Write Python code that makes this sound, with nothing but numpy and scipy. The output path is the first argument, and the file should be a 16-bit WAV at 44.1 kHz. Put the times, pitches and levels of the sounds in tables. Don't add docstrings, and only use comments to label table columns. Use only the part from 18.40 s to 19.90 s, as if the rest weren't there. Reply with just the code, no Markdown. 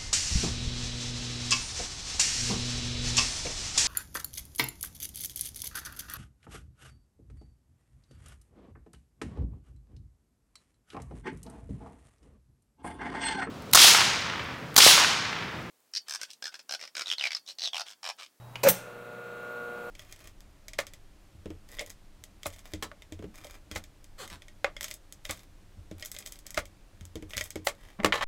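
import sys
import numpy as np
from scipy import signal
from scipy.fft import rfft, irfft
from scipy.io import wavfile

SR = 44100
rng = np.random.default_rng(int(sys.argv[2]) if len(sys.argv) > 2 else 0)


def store_pcm(level_fs):
    pcm = np.round(np.clip(level_fs, -1, 1) * 32767).astype(np.int16)
    wavfile.write(sys.argv[1], SR, np.atleast_2d(pcm).T)


N = 66150
T = np.arange(N) / SR

# (time [s], hum level [dB], murmur level [dB])
BACKGROUND_LEVELS = [(0, -48.5, -54.5), (.25, -49, -51), (.45, -58, -55), (.85, -60, -62),
                     (1.5, -67.5, -52)]
# (frequency [Hz], relative level [dB])
MURMUR_COLOUR = [(90, 2), (190, -3.5), (350, -1), (600, 1), (850, 2.5), (1150, -1), (1900, -11),
                 (3700, -17.5), (6000, -21)]
AIR_COLOUR = [(25, 2.5), (60, -16), (150, 27), (1000, -8), (4500, -9), (15500, -18)]
# (frequency [Hz], time to fade by 60 dB [s])
ECHO_FADE = [(150, 0.27), (500, 0.29), (1400, 0.36), (3500, 0.37), (8000, 0.36), (15000, 0.17)]
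# (time [s], pitch [Hz], level [dB])
WHISTLE_PATH = [(1.0, 14800, -100), (1.12, 14000, -69), (1.35, 13100, -78), (1.45, 12100, -79),
                (1.5, 11600, -85)]
# (frequency [Hz], relative level [dB])
BUTTON_COLOUR = [(200, -18), (900, -2), (1800, -9), (2400, -2.5), (3050, 2), (3500, -11), (5500, -15.5),
                 (8000, -26.5), (15000, -30)]
SNAP_COLOUR = [(40, -27), (120, -16), (300, 9), (700, 8), (1000, 10), (1300, -22), (1900, -19), (2500, 9),
               (3000, -3), (3650, -9.5), (4250, 7), (4700, 1), (5700, -0.5), (7200, -0.5), (8000, -1),
               (8700, -6), (10100, -13.5), (11900, 2), (13200, -6), (14200, 1), (15500, -10)]
CLACK_COLOUR = [(50, -24), (200, -20), (400, -21), (1000, -2.5), (1900, 0.5), (2700, -2), (3200, -2.5),
                (3700, -0.5), (5000, -8), (5950, 3), (6500, -4), (7900, -2), (8350, 3), (8800, 3.5),
                (9250, -6), (10450, -2), (11000, -2.5), (12800, 1.5), (13500, 3), (15500, 4)]
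THUD_COLOUR = [(25, -14), (60, 0), (110, 9), (190, 19), (300, -29), (600, -27), (3000, -64)]
GRIT_COLOUR = [(60, -21), (130, 3.5), (400, 5), (900, 1.5), (1500, 2.5), (2600, -2), (3300, -13),
               (6500, -9), (9500, -21.5), (15000, -16.5)]
# (pitch [Hz], relative level [dB], time to fade by 60 dB [s])
HOUSING_RINGS = [(122, -6, .18), (183, -4, .15), (277, -8, .15), (411, -13, .16), (511, -9, .2),
                 (722, -11, .15), (851, -15, .24), (1591, -9, .12), (2355, -9, .11), (5890, -10, .18),
                 (8380, -6, .1), (12800, -1, .08)]
# (time [s], level [dB], treble tilt [dB per octave], time to fade by 60 dB [s], ring gain [dB])
CLACK_HITS = [(0.2850, -10.5, 0.5, 0.071, -22.5), (0.2946, -14.5, 2.5, 0.08, -26)]
# (time [s], level [dB], pitch [Hz])
GROAN_PATH = [(0.234, -59, 524), (0.237, -20, 526), (0.247, -28.5, 518), (.251, -17, 553),
              (0.265, -15.5, 560), (.275, -9.5, 560), (0.283, -14, 497), (0.295, -32.5, 532.5),
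              (0.308, -40.5, 565.5), (.319, -22, 554), (0.326, -66, 543)]
# (multiple of its pitch, relative level [dB])
GROAN_TONES = [(1, -3), (2, -37), (3, -22.5)]
# (time [s], buzz gain [dB], whine gain [dB], whirr gain [dB])
MOTOR_GAINS = [(.27, -66, -60, -67), (.33, -10.5, -12, -4.5), (.58, -5.5, -11.5, -6.5), (.88, -4, -5.5, -5),
               (1.05, -2.5, -2, -4), (1.2, -1, 1, -4.5), (1.33, 0, -1.5, -5), (1.5, .5, -3, -4.5)]
# (multiple of the buzz rate, relative level [dB])
BUZZ_TONES = [(2, -62), (3, -57.5), (4, -44.5), (5, -50.5), (6, -54), (7, -59.5)]
# (steps of the mains rate from the whine, relative level [dB])
WHINE_TONES = [(-5, -56), (-4, -58), (-3, -61), (-2, -62), (-1, -66), (0, -42.5), (2, -57)]
# (frequency [Hz], relative level [dB])
DRIVE_TONES = [(183, -59), (418, -60), (463, -58), (538, -55), (627, -58), (894, -65), (1340, -60),
               (1387, -57), (1459, -60), (1756, -63), (1788, -71), (2035, -64), (2126, -69), (2218, -72),
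               (2309, -68), (2476, -67), (2498, -71), (2622, -69), (2681, -67), (2772, -72)]
WHIRR_COLOUR = [(60, -28), (140, -37), (200, 8.5), (310, -6.5), (450, 1.5), (600, 11.5), (800, -24),
                (950, -4), (1200, 1.5), (1450, 0), (1800, -11), (2650, -8.5), (3050, -15.5), (4000, -15.5),
                (5000, -21), (7300, -17), (10000, -21.5), (15500, -19.5)]

BUZZ_HZ, SHAFT_HZ, ROTOR_SLOTS = 119.9, 29.79, 48
MAINS_HZ = BUZZ_HZ / 2


def amp(db):
    return 10 ** (np.asarray(db) / 20)


def unit(x):
    return x / np.sqrt(np.mean(x ** 2) + 1e-20)


def look_up(table, hz):
    f, value = np.transpose(table)
    return np.interp(np.log(hz + 1), np.log(f), value)


def level(table, column):
    rows = np.array(table)
    return amp(np.interp(T, rows[:, 0], rows[:, column]))


def noise(colour, tilt_db=0):
    hz = np.fft.rfftfreq(N, 1 / SR)
    coloured = unit(irfft(rfft(rng.standard_normal(N)) * amp(look_up(colour, hz)), N))
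    tilt = amp(tilt_db * np.log2(np.maximum(hz, 1000) / 6000))
    return irfft(rfft(coloured) * tilt, N)


def drift(hz):
    f = np.fft.rfftfreq(N, 1 / SR)
    return unit(irfft(rfft(rng.standard_normal(N)) / (1 + (f / hz) ** 2), N))


def strike(start_s, rise_s, fade_s):
    t = np.maximum(T - start_s, 0)
    return np.minimum(t / rise_s, 1) * np.exp(-np.log(1000) * t / fade_s)


def tones(rows, scatter=1):
    out = 0
    for hz, db in rows:
        strength = amp(db) * np.sqrt(2) * (1 + .09 * drift(20))
        phase = 2 * np.pi * (hz * T + scatter * rng.random()) + .09 * drift(20)
        out += strength * np.cos(phase)
    return out


def background():
    thin_tone = tones([(3850, -72)]) * np.clip((.23 - T) / .017, 0, 1)
    hum = level(BACKGROUND_LEVELS, 1) * tones([(120.4, 0)])
    murmur = level(BACKGROUND_LEVELS, 2) * noise(MURMUR_COLOUR)
    return hum + murmur + thin_tone + amp(-62.5) * noise(AIR_COLOUR)


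def room_echo(x):
    size = SR // 2
    reflections = rng.standard_normal(size) * np.minimum(T[:size] / .0031, 1)
    hz, t, bands = signal.stft(reflections, SR, nperseg=256)
    fade = np.exp(-np.log(1000) * t / look_up(ECHO_FADE, hz)[:, None])
    tail = signal.istft(bands * fade, SR, nperseg=256)[1]
    return signal.fftconvolve(x, tail / np.linalg.norm(tail))[:N]


def whistle():
    times, hz, _ = np.transpose(WHISTLE_PATH)
    pitch = np.interp(T, times, hz) + 90 * drift(80)
    flicker = unit(amp(6 * drift(15)))
    return level(WHISTLE_PATH, 2) * flicker * np.sqrt(2) * np.sin(2 * np.pi * np.cumsum(pitch) / SR)


def button():
    tick = amp(-30) * noise(BUTTON_COLOUR) * strike(start_s=.1563, rise_s=.00016, fade_s=.033)
    return tick + amp(-9) * room_echo(tick)


def click(colour, rise_s, start_s, db, tilt_db, fade_s, ring_db):
    rattle = unit(amp(2 * drift(400)))
    out = amp(db) * noise(colour, tilt_db) * rattle * strike(start_s, rise_s, fade_s)
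    for hz, note_db, ring_s in HOUSING_RINGS:
        ring = amp(ring_db + note_db - 3) * np.sin(2 * np.pi * hz * (T - start_s))
        out += ring * strike(start_s, rise_s + 1.3 / hz, ring_s)
    return out


def switch():
    snap = click(SNAP_COLOUR, rise_s=.0042, start_s=.2322, db=-19.5, tilt_db=0, fade_s=.072,
                 ring_db=-26.5)
    clacks = sum(click(CLACK_COLOUR, .0012, *hit) for hit in CLACK_HITS)
    return snap + clacks + amp(-11.5) * room_echo(snap + clacks)


def thud():
    return amp(-31.5) * noise(THUD_COLOUR) * strike(start_s=.284, rise_s=.0089, fade_s=.16)


def groan(flutter_hz=86, flutter_peak_s=.2748):
    times, _, hz = np.transpose(GROAN_PATH)
    swell = level(GROAN_PATH, 1) * (T > times[0]) * (T < times[-1])
    flutter = 1 + .3 * np.cos(2 * np.pi * flutter_hz * (T - flutter_peak_s))
    phase = 2 * np.pi * np.cumsum(np.interp(T, times, hz)) / SR
    tone = swell * flutter * sum(amp(db) * np.sqrt(2) * np.cos(k * phase) for k, db in GROAN_TONES)
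    grit = swell * amp(-11.5) * noise(GRIT_COLOUR)
    return tone + grit + room_echo(amp(-19.5) * tone + amp(-11.5) * grit)


def shaft_rub():
    hz = SHAFT_HZ * np.arange(2, 150)
    sizes, offsets = rng.random((2, len(hz)))
    gains = sizes * amp(look_up(WHIRR_COLOUR, hz))
    return unit(sum(gain * np.cos(2 * np.pi * (f * T + offset))
                    for f, gain, offset in zip(hz, gains, offsets)))


def motor():
    pulse = 1 + .1 * np.cos(2 * np.pi * BUZZ_HZ * T)
    rush = amp(-48) * noise(WHIRR_COLOUR) * pulse
    whirr = rush + amp(-47.5) * shaft_rub() + amp(1) * tones(DRIVE_TONES)
    buzz = tones([(k * BUZZ_HZ, db) for k, db in BUZZ_TONES], scatter=.22)
    whine = tones([(ROTOR_SLOTS * SHAFT_HZ + k * MAINS_HZ, db) for k, db in WHINE_TONES])
    return level(MOTOR_GAINS, 1) * buzz + level(MOTOR_GAINS, 2) * whine + level(MOTOR_GAINS, 3) * whirr


def scene():
    return (button() + switch() + groan() + thud() + motor() + whistle() + background())[None]


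def record(dry):
    treble_cut = signal.firwin(511, 15800, window=("kaiser", 9), fs=SR)
    return signal.oaconvolve(dry, treble_cut[None], "same")


dry = scene()
out = record(dry)
store_pcm(out)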